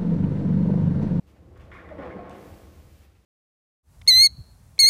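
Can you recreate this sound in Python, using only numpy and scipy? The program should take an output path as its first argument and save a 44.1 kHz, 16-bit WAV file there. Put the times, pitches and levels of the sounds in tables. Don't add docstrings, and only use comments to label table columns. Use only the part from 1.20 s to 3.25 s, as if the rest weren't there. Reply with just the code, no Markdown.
import sys
import numpy as np
from scipy import signal
from scipy.fft import rfft, irfft
from scipy.io import wavfile
from scipy.ndimage import uniform_filter1d

SR = 44100
rng = np.random.default_rng(int(sys.argv[2]) if len(sys.argv) > 2 else 0)


def wrap_up_sound(samples):
    columns = np.atleast_2d(samples).T
    tamed = np.clip(columns, -1, 1)
    steps = np.round(tamed * 32767).astype(np.int16)
    wavfile.write(sys.argv[1], SR, steps)


N = 90404
T = np.arange(N) / SR


def from_db(db):
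    return 10 ** (np.asarray(db) / 20)


def unit_rms(x):
    return x / np.sqrt(np.mean(x ** 2) + 1e-20)


def curve(rows):
    return np.interp(T, *np.transpose(rows))


def lowpass(hz):
    return signal.butter(2, hz, fs=SR, output="sos")


def coloured(x, spectrum):
    hz = np.arange(1, N // 2 + 2) * SR / N
    points_hz, db = np.transpose(spectrum)
    gain = from_db(np.interp(np.log(hz), np.log(points_hz), db)) / np.sqrt(1 + (30 / hz) ** 8)
    return unit_rms(irfft(rfft(x) * gain, N))


def grains(per_s, spread_db):
    sizes = from_db(spread_db * np.minimum(rng.exponential(1, N), 4)) * rng.choice([-1, 1], N)
    return unit_rms(sizes * (rng.random(N) < per_s / SR))


def resonate(x, modes):
    out = 0
    for k, (hz, db, t60_s) in enumerate(modes):
        r = from_db(-60 / (t60_s * SR))
        ring = signal.lfilter([1, 0, -1], [1, -2 * r * np.cos(2 * np.pi * hz / SR), r * r], x + 1e-18)
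        out = out + (-1) ** k * from_db(db) * np.sqrt((1 - r * r) / 2) * ring
    return out / np.sqrt(sum(from_db(db) ** 2 for _, db, _ in modes))


def evened(x, span_s):
    return x / np.sqrt(np.abs(uniform_filter1d(x * x, int(span_s * SR))) + 1e-12)


def rise(start_s, length_s):
    return np.clip((T - start_s) / length_s, 0, 1)


def fall(start_s, decay_s):
    return np.exp(-np.maximum(T - start_s, 0) / decay_s)


def burst(start_s, db, decay_s):
    return from_db(db) * (T >= start_s) * fall(start_s, decay_s)


def room(x, t60_s=0.23, tail_db=-3.5):
    t = T[:SR // 2]
    tail = rng.standard_normal(len(t)) * from_db(-60 * t / t60_s) * (t > 0.004)
    return x + from_db(tail_db) * signal.fftconvolve(x, tail / np.linalg.norm(tail))[:N]


def room_air(level_db=-60.5):
    # frequency in Hz, gain in dB.
    air_spectrum = [(30, -3.5), (70, 6), (150, -7), (400, -15.5), (900, -25), (2500, -28.5), (6000, -33.5),
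                    (15000, -40)]
    return from_db(level_db) * coloured(rng.standard_normal(N), air_spectrum)


def wheel_contact(body_db=-3):
    # frequency in Hz, gain in dB.
    wheel_spectrum = [(40, -13), (100, -6.5), (160, -2.5), (220, -0.5), (290, -4), (400, -2.5), (560, -2.5),
                      (850, -10), (1200, -12), (1600, -17), (2150, -19), (2800, -29), (4500, -39),
                      (7000, -52.5), (14000, -62)]
    # frequency in Hz, relative level in dB, T60 in seconds.
    body_modes = [(167.4, -4, 0.28), (266, -4, 0.083), (287.3, 1.5, 0.54), (319.4, 0.5, 0.11),
                  (353.5, -2.5, 0.35), (441, -5.5, 0.15), (503, -1, 0.11), (595, -5, 0.038),
                  (699.4, -5.5, 0.059), (782, -4, 0.078), (1080, -6, 0.27), (1129, -7, 0.027)]
    wheels = coloured(room(grains(per_s=1500, spread_db=3)), wheel_spectrum)
    shaking = coloured(grains(per_s=1500, spread_db=3), [(1500, -9), (3000, -7), (9000, -32)])
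    body = from_db(body_db) * unit_rms(resonate(shaking, body_modes))
    return evened(wheels + body, span_s=0.029)


def rolling(gain_db=0.5, full_bright_db=-41.5, splits_hz=(280, 560, 1120)):
    # time in seconds, relative level in dB.
    rumble_levels = [(0, -65), (.16, -57.5), (.28, -56.5), (.42, -53.5), (.6, -49.5), (.7, -46.5),
                     (.78, -43.5), (.83, -39), (.95, -42), (1.07, -42.5), (1.18, -44.5), (1.32, -48.5),
                     (1.37, -50.5), (1.7, -58), (1.89, -67), (2.05, -72)]
    level_db = curve(rumble_levels)
    tilt_db_per_band = 0.13 * np.minimum(level_db - full_bright_db, 0)
    rest, bands = wheel_contact(), []
    for hz in splits_hz:
        bands.append(signal.sosfiltfilt(lowpass(hz), rest))
        rest = rest - bands[-1]
    rumble = sum(band * from_db(k * tilt_db_per_band) for k, band in enumerate(bands + [rest]))
    return rumble * from_db(level_db + gain_db)


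def floor_boom(gain_db=1):
    # time in seconds, relative level in dB.
    boom_levels = [(0.0, -85), (0.04, -59.5), (0.49, -45), (0.51, -51), (0.9, -49), (0.93, -78),
                   (0.96, -48), (1.21, -59), (1.32, -45.5), (1.35, -53), (1.69, -50), (2.05, -67)]
    # frequency in Hz, relative level in dB, T60 in seconds.
    floor_modes = [(44, -6.5, 0.38), (68.7, -2.5, 1.0), (82, -3, 0.44), (111.7, -8, 0.17),
                   (130, -7.5, 0.23), (177, -12, 0.23)]
    shaking = coloured(rng.standard_normal(N), [(100, -0.5), (300, -19)])
    return from_db(curve(boom_levels) + gain_db) * evened(resonate(shaking, floor_modes), span_s=0.14)


def slides():
    # start and end in seconds, level in dB, attack and release in seconds, slope in dB/s.
    strokes = [(0.068, .115, -71.5, 0.013, 0.038, -15), (1.127, 1.388, -59, 0.13, 0.39, -5.5),
               (1.51, 1.853, -69.5, 0.42, 0.011, 5)]
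    # frequency in Hz, gain in dB.
    hiss_spectrum = [(900, 7), (2300, 8), (3500, 4.5), (6000, 2.5), (10000, 0), (15000, 1)]
    level = 0
    for start_s, end_s, db, attack_s, release_s, db_per_s in strokes:
        shape = np.sqrt(rise(start_s, attack_s)) * fall(end_s, release_s)
        level = level + from_db(db + db_per_s * (T - start_s)) * shape
    return level * coloured(grains(per_s=16000, spread_db=1), hiss_spectrum)


def ticks(decay_s=0.0019):
    # start in seconds, level in dB.
    onsets = [(0.0692, -64), (0.3752, -60), (1.0954, -51.5)]
    # frequency in Hz, gain in dB.
    tick_spectrum = [(1000, -5), (4000, 6), (7500, 1), (11000, -5), (15000, -2)]
    level = sum(burst(start_s, db, decay_s) for start_s, db in onsets)
    return room(level * coloured(rng.standard_normal(N), tick_spectrum))


def scuffs():
    # start in seconds, level in dB, attack and decay in seconds.
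    rubs = [(.07, -67, 0.0096, 0.065), (.158, -69, .012, .012), (0.396, -59, 0.003, 0.064),
            (.52, -59, 0.017, 0.062), (1.104, -54.5, 0.0053, 0.06), (1.73, -67.5, 0.11, 0.083),
            (1.949, -69.5, 0.0042, 0.013)]
    # frequency in Hz, gain in dB.
    scuff_spectrum = [(500, 9), (1500, 6.5), (2700, 6), (4200, -4.5), (7000, -11.5), (14000, -21)]
    level = sum(from_db(db) * rise(start_s, attack_s) * fall(start_s + attack_s, decay_s)
                for start_s, db, attack_s, decay_s in rubs)
    return room(level * coloured(grains(per_s=5000, spread_db=0.5), scuff_spectrum))


def seam_bumps(attack_s=0.0021, decay_s=0.016, ring_db=0.5, thud_db=-6.5, thud_top_hz=650):
    # start in seconds, relative level in dB, pitch in Hz.
    seams = [(.225, -52.5, 158), (.275, -51.5, 344), (.315, -53.5, 370), (0.788, -37.5, 277),
             (0.8223, -40, 602), (0.856, -37, 500), (.949, -36, 491), (.956, -37, 183.5),
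             (.987, -38.5, 705), (1.0345, -51.5, 430), (1.088, -41.5, 502), (1.103, -43.5, 712),
             (1.256, -48, 474)]
    ring, push = 0, 0
    for start_s, db, hz in seams:
        level = burst(start_s, db, decay_s) * rise(start_s, attack_s)
        ring = ring + level * np.sqrt(2) * np.sin(2 * np.pi * hz * (T - start_s))
        push = push + level
    thuds = signal.sosfilt(lowpass(thud_top_hz), wheel_contact() * push)
    return from_db(ring_db) * room(ring) + from_db(thud_db) * thuds


def caster_clatter(knock_db=3, knock_decay_s=0.0019, top_hz=5470):
    # start in seconds, level in dB, decay in seconds.
    swivels = [(0.3563, -57, 0.051), (0.5137, -45.5, 0.032), (0.55, -51, 0.032), (0.5846, -53, 0.088),
               (0.6877, -46.5, 0.0067), (0.7811, -48.5, 0.057), (0.822, -55.5, 0.15)]
    # frequency in Hz, relative level in dB, T60 in seconds.
    caster_modes = [(1134, 4, 0.017), (1417, 1.5, 0.038), (1520, 0.5, 0.012), (1803, 2, 0.014),
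                    (2005, 0, 0.0098), (2245, -5, 0.017), (2353, -5.5, 0.025), (3640, -14, 0.0066)]
    clicks = evened(grains(per_s=1100, spread_db=2.5), span_s=0.01)
    chatter = clicks * sum(burst(*row) for row in swivels)
    knock_level = sum(burst(start_s, db + knock_db, knock_decay_s) for start_s, db, _ in swivels)
    ring = resonate(chatter + knock_level * rng.standard_normal(N), caster_modes)
    return room(signal.sosfilt(lowpass(top_hz), ring))


def caster_squeaks(waver_share=0.066, waver_s=0.001464):
    # start and length in seconds, start and end pitch in Hz, level in dB.
    glides = [(0.517, 0.027, 1880, 2180, -53.5), (0.557, 0.018, 2230, 2047, -51.5),
              (0.582, 0.0159, 1350, 2095, -49.5), (0.643, 0.0248, 2280, 1830, -56.5),
              (0.694, 0.0286, 2120, 1766, -56), (0.707, 0.033, 630, 558, -40.5),
              (0.783, 0.023, 570, 523, -37), (0.82, 0.011, 1950, 1710, -48),
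              (0.899, 0.021, 1500, 2314, -50)]
    out = 0
    for start_s, length_s, start_hz, end_hz, db in glides:
        progress = rise(start_s, length_s)
        waver = unit_rms(uniform_filter1d(rng.standard_normal(N), int(waver_s * SR)))
        hz = (start_hz + (end_hz - start_hz) * progress) * (1 + waver_share * waver)
        arch = 2 * np.sqrt(2 * progress * (1 - progress))
        out = out + from_db(db) * arch * np.sin(2 * np.pi * np.cumsum(hz) / SR)
    return room(out)


def scene():
    mix = room_air() + rolling() + floor_boom() + slides() + ticks() + scuffs()
    return (mix + seam_bumps() + caster_clatter() + caster_squeaks())[None]


def record(dry):
    low_cut_hz, high_cut_hz = 44, 15300
    dry = signal.sosfilt(signal.butter(4, low_cut_hz, "high", fs=SR, output="sos"), dry)
    return signal.sosfilt(signal.ellip(12, 0.1, 70, high_cut_hz, fs=SR, output="sos"), dry)


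dry = scene()
out = record(dry)
wrap_up_sound(out)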